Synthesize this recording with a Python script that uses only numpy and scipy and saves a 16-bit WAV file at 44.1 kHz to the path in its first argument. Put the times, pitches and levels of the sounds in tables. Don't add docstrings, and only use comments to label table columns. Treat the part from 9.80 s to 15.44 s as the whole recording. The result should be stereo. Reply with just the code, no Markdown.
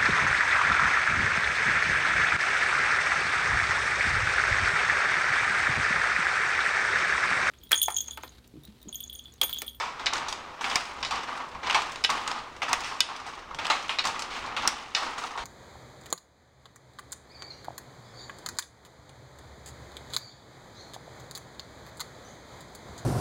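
import sys
import numpy as np
from scipy import signal
from scipy.fft import rfft, irfft
from scipy.io import wavfile
from scipy.ndimage import uniform_filter1d

SR = 44100
rng = np.random.default_rng(int(sys.argv[2]) if len(sys.argv) > 2 else 0)


def file_out(sig):
    cols = np.atleast_2d(sig).T
    lim = np.clip(cols, -1, 1)
    pcm = np.round(lim * 32767).astype(np.int16)
    wavfile.write(sys.argv[1], SR, pcm)


N = 248724

# start_s, relative_db, cutoff_hz, t60_s, relative_ring_db
SHUTTLE_HITS = [(0.2595, -15.5, 6300, 0.042, -8), (0.2661, -13.5, 4600, 0.13, -1.5),
                (1.2283, -18.5, 5030, 0.11, -1.5), (1.249, -21.5, 5500, 0.22, 3.5),
                (2.2393, -16, 7900, 0.095, 1.5), (2.2469, -8, 4500, 0.026, -1),
                (3.2053, -8.5, 12500, 0.019, 1.5), (4.1864, -14, 4700, 0.13, -16),
                (4.1917, -18.5, 4200, 0.01, 5.5), (5.149, -10.5, 5400, 0.084, -0.5)]
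# pitch_hz, relative_db, t60_s
SHUTTLE_RING = [(1590, -8, 0.14), (2086, -8, 0.15), (2670, -11, 0.21), (2587, 4.5, 0.022),
                (3080, 2.5, 0.093), (3680, -1, 0.078), (4045, 7, 0.018), (3900, 7, 0.049),
                (4550, 0.5, 0.026), (5430, 12.5, 0.019), (5860, -2, 0.042), (6800, -5, 0.036)]
# frequency_hz, gain_db
BOX_SPECTRUM = [(100, -33), (300, -16), (700, -6), (1500, -4.5), (2200, 0.5), (3200, -3.5), (3900, 2),
                (5400, -1.5), (7000, -2.5), (10000, -7.5), (16000, -60)]
def shuttle():
    out, t = np.zeros((2, N)), np.arange(12000) / SR
    for start_s, db, cutoff_hz, t60, ring_db in SHUTTLE_HITS:
        soften = lambda hz: -10 * np.log10(1 + (hz / cutoff_hz) ** 8)
        crack = blow(t60, lambda hz: read(BOX_SPECTRUM, hz) + soften(hz))
        ring = 0
        for hz, mode_db, mode_t60 in SHUTTLE_RING:
            decay = amp(mode_db - rng.uniform(-0.69, 1) + soften(hz) - 60 * t / mode_t60)
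            ring += decay * np.sin(2 * np.pi * (hz * rng.uniform(0.92, 1.005) * t + rng.random((2, 1))))
        onset = 1 - np.exp(-t / 0.0001)
        add(out, start_s, amp(db) * (amp(-1) * crack + amp(ring_db - 6) * ring * onset))
    return out


# start_s, relative_thud_db, thud_t60_s, relative_snap_db, snap_t60_s
BATTEN_BEATS = [(0.957, -15, 0.19, -7.5, 0.021), (1.9457, -10.5, 0.23, -39, .04),
                (2.9305, -13, 0.1, -7.5, 0.017), (3.8998, -10.5, 0.32, -30, 0.029),
                (4.8755, -17, 0.16, -3.5, 0.02)]
# frequency_hz, gain_db
BEAM_SPECTRUM = [(80, -66), (240, -15), (550, -12.5), (850, 2), (1250, -1), (1600, -4.5), (2300, -3.5),
                 (3400, -7), (5000, -12.5), (8000, -22), (15000, -55)]
REED_SPECTRUM = [(500, -14), (2000, -30), (3800, -3), (5000, 3), (6000, 4.5), (6900, -1.5), (8300, -3),
                 (10000, -11.5), (15000, -27)]
def batten():
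    out = np.zeros((2, N))
    for start_s, thud_db, thud_t60, snap_db, snap_t60 in BATTEN_BEATS:
        thud = blow(thud_t60, lambda hz: read(BEAM_SPECTRUM, hz), contact=1, contact_s=0.01)
        snap = blow(snap_t60, lambda hz: read(REED_SPECTRUM, hz))
        add(out, start_s, amp(thud_db) * thud + amp(snap_db) * snap)
    return out


# start_s, relative_db, pitch_hz, t60_s
LEVER_CLACKS = [(0., -22.5, 2270, 0.43), (.1954, -31, 2700, 0.23), (.335, -17, 5500, 0.031),
                (.356, -23, 2760, 0.051), (.4841, -25.5, 5130, 0.14), (.5262, -20, 4670, .027),
                (.913, -24, 2190, .18), (1.309, -21, 3860, 0.12), (1.7483, -33, 1600, 0.043),
                (1.909, -17, 3500, 0.027), (2.159, -26, 4340, 0.024), (2.3013, -14, 5200, 0.041),
                (2.4766, -16, 4600, 0.028), (2.5152, -16, 3700, 0.013), (2.7644, -33.5, 3400, 0.059),
                (2.83, -20, 2700, 0.063), (2.8815, -27.5, 2400, 0.24), (3.045, -26.5, 3540, 0.51),
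                (3.465, -33.5, 5500, 0.21), (3.7468, -23, 4000, 0.026), (3.8675, -16, 4300, 0.017),
                (4.2529, -18, 5100, 0.088), (4.272, -21.5, 6640, 0.072), (4.3934, -25, 6310, 0.079),
                (4.4215, -20.5, 4450, 0.039), (4.8327, -33, 2440, 0.16), (5.166, -20, 2980, 0.4),
                (5.3815, -28, 5550, 0.093), (5.5761, -28.5, 2800, 0.39)]
# start_s, relative_db, pitch_hz, t60_s
PICKER_JERKS = [(.8425, -20.5, 2570, 0.14), (1.8976, -14.5, 2840, 0.067), (2.819, -18, 2670, 0.13),
                (3.7875, -19.5, 2620, 0.13), (3.8536, -17.5, 3260, 0.047), (4.0936, -18, 2890, 0.25),
                (4.2412, -17, 3200, 0.057), (4.7655, -20.5, 2840, 0.19)]
# frequency_hz, gain_db
WOOD_SPECTRUM = [(80, -12), (190, 1), (245, 13.5), (300, -5), (370, 9), (500, 8), (900, 17), (1700, 7.5),
                 (3000, 4), (5000, 1), (8000, -6), (10000, -14), (15000, -28)]
def clacks(rows, focus, skirt_db, peak_db, width_hz=90):
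    out = np.zeros((2, N))
    for start_s, db, pitch_hz, t60 in rows:
        def spectrum_db(hz):
            hump = 1 / (1 + (focus * np.log2((hz + 1) / pitch_hz)) ** 2)
            centre_db = peak_db / (1 + ((hz - pitch_hz) / width_hz) ** 2)
            return read(WOOD_SPECTRUM, hz) + 20 * np.log10(amp(skirt_db) + hump) + centre_db
        add(out, start_s, amp(db) * blow(t60, spectrum_db))
    return out


def loose_parts(shake, count=60, t60=0.057):
    moments = (np.arange(count) + rng.random(count)) * (N - 1) / count
    shake_db = 20 * np.log10(shake + 1e-6)
    return [(at / SR, shake_db[int(at)] + 9 + 2 * force, 4000 * 2 ** (0.96 * smallness), t60)
            for at, (force, smallness) in zip(moments, rng.uniform(-1, 1, (count, 2)))]


# start_s, relative_db
FRAME_KNOCKS = [(.074, -31), (1.231, -25.5), (1.602, -22), (1.749, -26.5), (2.513, -27), (2.884, -20),
                (2.913, -20), (3.114, -21), (3.71, -25), (3.857, -30), (4.64, -27), (4.852, -17),
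                (5.555, -25), (5.576, -20)]
# pitch_hz, relative_db, t60_s
FRAME_RING = [(925, -3.5, 0.44), (979, 5, 0.059), (1099, 1, 0.23), (1120, -23, 0.026), (1286, -1, 0.11),
              (1274, -7, 0.059)]
# frequency_hz, gain_db
FRAME_SPECTRUM = [(100, -27), (200, -22.5), (243, -10), (300, -14), (390, -16), (600, -15), (800, -3),
                  (1000, -2), (1220, -6), (1550, -8.5), (2500, -14), (6000, -27), (15000, -79)]
def knocks(rows, detune=0.029):
    out, t = np.zeros((2, N)), np.arange(8000) / SR
    onset = 1 - np.exp(-t / 0.00078)
    for start_s, db in rows:
        ring = 0
        for hz, mode_db, t60 in FRAME_RING:
            detuned_hz = hz * (1 + detune * rng.uniform(-1.36, 1, (2, 1)))
            ring += amp(mode_db - 60 * t / t60) * np.sin(2 * np.pi * detuned_hz * t)
        thud = blow(0.14, lambda hz: read(FRAME_SPECTRUM, hz), size=len(t))
        add(out, start_s, amp(db) * (amp(-8) * thud + amp(-9) * ring * onset))
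    return out


# start_s, frame_db, heddles_db, threads_db
BATTEN_SWINGS = [(.805, -30.5, -34.5, -42), (1.828, -28, -33.5, -59), (2.82, -32, -39.5, -57),
                 (3.787, -30, -34, -58), (4.766, -33, -35.5, -61)]
LOOM_RECOILS = [(0.326, -29.5, -35.5, -53), (1.32, -28.5, -33, -51), (2.2916, -25, -32, -40),
                (3.289, -32, -38, -50), (4.251, -29, -35.5, -46), (5.223, -28.5, -36, -45)]
SHED_CHANGES = [(.46, -58, -58, -66), (1.48, -30.5, -58, -51), (2.46, -29, -40, -67),
                (3.455, -33, -43, -54), (4.5, -58, -34.5, -49), (5.375, -30.5, -41.5, -43.5)]
def shaking():
    after_beats = [(start_s, -37.5, -39, -46.5) for start_s, *_ in BATTEN_BEATS]
    return np.sqrt(pushes(BATTEN_SWINGS, rise_s=0.0067, hold_s=0.14, fall_db_per_s=74)
                   + pushes(after_beats, rise_s=0.02, hold_s=0.05, fall_db_per_s=48)
                   + pushes(LOOM_RECOILS, rise_s=0.0029, hold_s=0.028, fall_db_per_s=60)
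                   + pushes(SHED_CHANGES, rise_s=0.004, hold_s=0.087, fall_db_per_s=110))


def pushes(rows, rise_s, hold_s, fall_db_per_s):
    power = np.zeros((3, N))
    for start_s, *parts_db in rows:
        t = np.arange(N) / SR - start_s
        envelope = np.clip(t / rise_s, 0, 1) * amp(-fall_db_per_s * np.maximum(t - rise_s - hold_s, 0))
        power += np.outer(amp(parts_db), envelope) ** 2
    return power


def bounces(count=3, gap_s=0.022, loss_db=6):
    slips = rng.uniform(-0.2, 0.194, (len(LOOM_RECOILS), count))
    return [(start_s + gap_s * k * (1 + slip[k]), frame_db + 9.5 - loss_db * k)
            for (start_s, frame_db, _, _), slip in zip(LOOM_RECOILS, slips) for k in range(count)]


# frequency_hz, gain_db
HEDDLE_SPECTRUM = [(100, -37), (190, -0.5), (245, -14), (300, 0.5), (600, -9), (1800, 5.5), (3000, 4.5),
                   (4500, -2), (6300, -8), (8000, -15.5), (10000, -30.5), (15000, -43)]
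THREAD_SPECTRUM = [(500, -26), (2000, -4), (4500, 4), (7000, 1), (9500, -4), (12000, -21), (15000, -20.5)]
def rattle(spectrum, taps_per_s, spread_db, t60, parts=24):
    out = np.zeros((2, N))
    for _ in range(parts):
        taps = rng.random(N) < taps_per_s / parts / SR
        force = amp(spread_db * np.minimum(rng.exponential(1, N), 3))
        ring = blow(t60, lambda hz: read(spectrum, hz), size=4000)
        out += signal.oaconvolve((taps * force)[None], ring, axes=1)[:, :N]
    return out / np.sqrt(uniform_filter1d((out ** 2).mean(0), size=4400) + 1e-6)


# time_s, level_db
NEIGHBOUR_LEVELS = [(0, -55), (.25, -33.5), (.65, -42), (1.2, -36), (1.7, -44), (2.75, -61), (3.3, -37),
                    (3.68, -42.5), (4.2, -40.5), (4.7, -33), (5.07, -42.5), (5.64, -48)]
def frame_clatter(near_level):
    others_level = amp(np.interp(np.arange(N) / SR, *np.transpose(NEIGHBOUR_LEVELS)))
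    return np.hypot(near_level, others_level) * rattle(FRAME_SPECTRUM, 320, spread_db=2.5, t60=0.13)


# start_s, relative_db
TREADLE_STROKES = [(1.743, -40.5), (1.942, -42), (2.591, -43), (2.882, -42), (3.066, -42), (3.744, -39)]
# frequency_hz, gain_db
THUMP_SPECTRUM = [(20, -28), (50, 1), (90, -7), (150, 9.5), (260, -16), (600, -32), (2000, -84)]
def thumps(t60=0.13):
    out = np.zeros((2, N))
    for start_s, db in TREADLE_STROKES:
        add(out, start_s, amp(db) * blow(t60, lambda hz: read(THUMP_SPECTRUM, hz), size=8000))
    return out


# frequency_hz, t60_s
WORKSHOP_DECAY = [(200, 0.37), (900, 0.5), (2000, 0.76), (5000, 0.35), (9000, 0.35), (15000, 0.096)]
def room(x, size=256):
    hz, t, bands = signal.stft(x[0], SR, nperseg=size)
    retained = amp(-60 * t[1] / read(WORKSHOP_DECAY, hz)) ** 2
    power = uniform_filter1d(abs(bands) ** 2, size=3, axis=0)
    stored = np.array([signal.lfilter([0, 1 - k], [1, -k], band) for k, band in zip(retained, power)])
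    scatter = signal.stft(rng.standard_normal((2, N)), SR, nperseg=size)[2]
    echoes = np.sqrt(abs(stored) / np.mean(abs(scatter) ** 2)) * scatter
    return signal.istft(echoes, SR, nperseg=size)[1][:, :N]


# frequency_hz, gain_db
SHOP_SPECTRUM = [(30, -31), (120, -8), (240, -3.5), (500, -2), (1000, 0), (1700, -8), (4000, -15.5),
                 (7000, -23), (10000, -33), (16000, -46)]
def air(spectrum):
    gain = amp(read(spectrum, np.fft.rfftfreq(N, 1 / SR)))
    return unit(irfft(rfft(rng.standard_normal((2, N))) * gain, N))


# frequency_hz, gain_db
RUMBLE_SPECTRUM = [(15, -1), (45, 4), (80, 2.5), (130, -7), (220, -12.5), (500, -5.5), (2000, -38),
                   (8000, -93)]
def rumble(wander_db=4.4):
    t = np.arange(N) / SR
    wander = unit(sum(np.sin(2 * np.pi * (hz * t + rng.random())) for hz in np.geomspace(0.794, 9, 24)))
    return amp([[-72], [-51]]) * amp(wander_db * wander) * air(RUMBLE_SPECTRUM)


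def blow(t60, db_of, size=12000, contact=0.67, contact_s=0.0012, uneven_db=3):
    t = np.arange(size) / SR
    fade = amp(-60 * t / t60) * (1 + contact * np.exp(-t / contact_s))
    grid_hz = np.arange(0, SR / 2, 130)
    strength_db = uneven_db * np.clip(rng.standard_normal(len(grid_hz)), -2, 2)
    burst = rng.choice([-1., 1.], (2, size)) * fade
    return colour(burst, lambda hz: db_of(hz) + np.interp(hz, grid_hz, strength_db))


def colour(x, db_of, size=2048):
    hz = abs(np.fft.fftfreq(size, 1 / SR))
    log_gain = np.log(amp(np.maximum(db_of(hz), -100)))
    taps = np.fft.ifft(np.exp(np.conj(signal.hilbert(log_gain)))).real[:size // 2]
    return signal.oaconvolve(x, taps[None] / np.linalg.norm(taps), axes=1)[:, :x.shape[1]]


def amp(db):
    return 10 ** (np.asarray(db) / 20)


def unit(x):
    return x / np.sqrt(np.mean(x ** 2) + 1e-20)


def read(points, hz):
    frequency_hz, value = np.transpose(points)
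    return np.interp(np.log(hz + 1), np.log(frequency_hz), value)


def add(mix, start_s, sound):
    part = mix[:, max(round(start_s * SR), 0):][:, :sound.shape[1]]
    part += sound[:, :part.shape[1]]


def scene():
    frame_level, heddle_level, thread_level = shaking()
    clatter = frame_clatter(frame_level)
    heddles = heddle_level * rattle(HEDDLE_SPECTRUM, taps_per_s=350, spread_db=1, t60=0.08)
    rasp = thread_level * rattle(THREAD_SPECTRUM, taps_per_s=700, spread_db=-0.5, t60=0.012, parts=6)
    cracks = amp(-2.5) * shuttle()
    beats = amp(-4.5) * batten()
    frames = knocks(FRAME_KNOCKS + bounces())
    wood = amp(-0.5) * clacks(LEVER_CLACKS + loose_parts(heddle_level), 0.8, skirt_db=-35, peak_db=-3.5)
    throws = amp(-1.5) * clacks(PICKER_JERKS, focus=1.86, skirt_db=-16.5, peak_db=5.5)
    echoes = room(amp(-11) * cracks + amp(-12) * beats + amp(-6.5) * wood + amp(-7.5) * throws
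                  + 0.5 * frames + amp(-8.5) * heddles)
    direct = cracks + beats + wood + throws + frames + clatter + heddles + rasp + amp(-2) * thumps()
    return direct + echoes + amp(-42.5) * air(SHOP_SPECTRUM)


def gain_control(x, threshold_db=-20, share=0.43, attack_s=0.029, recover_db_per_s=7):
    slope_power = uniform_filter1d(np.diff(x[0], prepend=0) ** 2, size=200)
    edge_db = 10 * np.log10(abs(slope_power) + 1e-12)
    recovery_db = recover_db_per_s * np.arange(N) / SR
    held_db = np.maximum.accumulate(edge_db + recovery_db) - recovery_db
    over_db = np.maximum(held_db - threshold_db, 0)
    pole = np.exp(-1 / (attack_s * SR))
    return x * amp(-share * signal.lfilter([1 - pole], [1, -pole], over_db))


# frequency_hz, gain_db
RIGHT_RESPONSE = [(60, 8.5), (150, -2), (260, -13), (400, -38), (500, -6), (630, -17), (800, -20.5),
                  (1100, -5), (1500, -12), (2000, -19), (2900, -23), (3800, -14.5), (5000, -25),
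                  (8000, -30), (12000, -41)]
# frequency_hz, coherence_ratio
COHERENCE = [(300, 0.089), (680, 0.63), (780, 0.21), (1350, 0.71), (2000, 0.17), (3000, 0.52), (9000, .25)]
# frequency_hz, lag_rad
RIGHT_LAG = [(300, -1.65), (980, -0.71), (1200, 0.027), (1550, 1.8), (3500, 1.77)]
# frequency_hz, gain_db
TREBLE_RESPONSE = [(10300, 0.5), (11200, -12.5), (11600, -10), (12300, 2.5), (15500, 5)]
def record(dry, cutoff_hz=15900):
    hz = np.fft.rfftfreq(N + SR, 1 / SR)
    left, other = rfft(dry, N + SR)
    coherence = np.clip(read(COHERENCE, hz), 0, 1)
    shared = coherence * np.exp(-1j * read(RIGHT_LAG, hz)) * left
    right = amp(read(RIGHT_RESPONSE, hz)) * (shared + np.sqrt(1 - coherence ** 2) * other)
    pair = irfft(np.array([left, right]) * amp(read(TREBLE_RESPONSE, hz)), N + SR)[:, :N]
    pair = np.clip(gain_control(pair + rumble()), -1, 1)
    lowpass = signal.firwin(255, cutoff_hz, window=("kaiser", 8), fs=SR)
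    return signal.oaconvolve(pair, lowpass[None], "same")


dry = scene()
out = record(dry)
file_out(out)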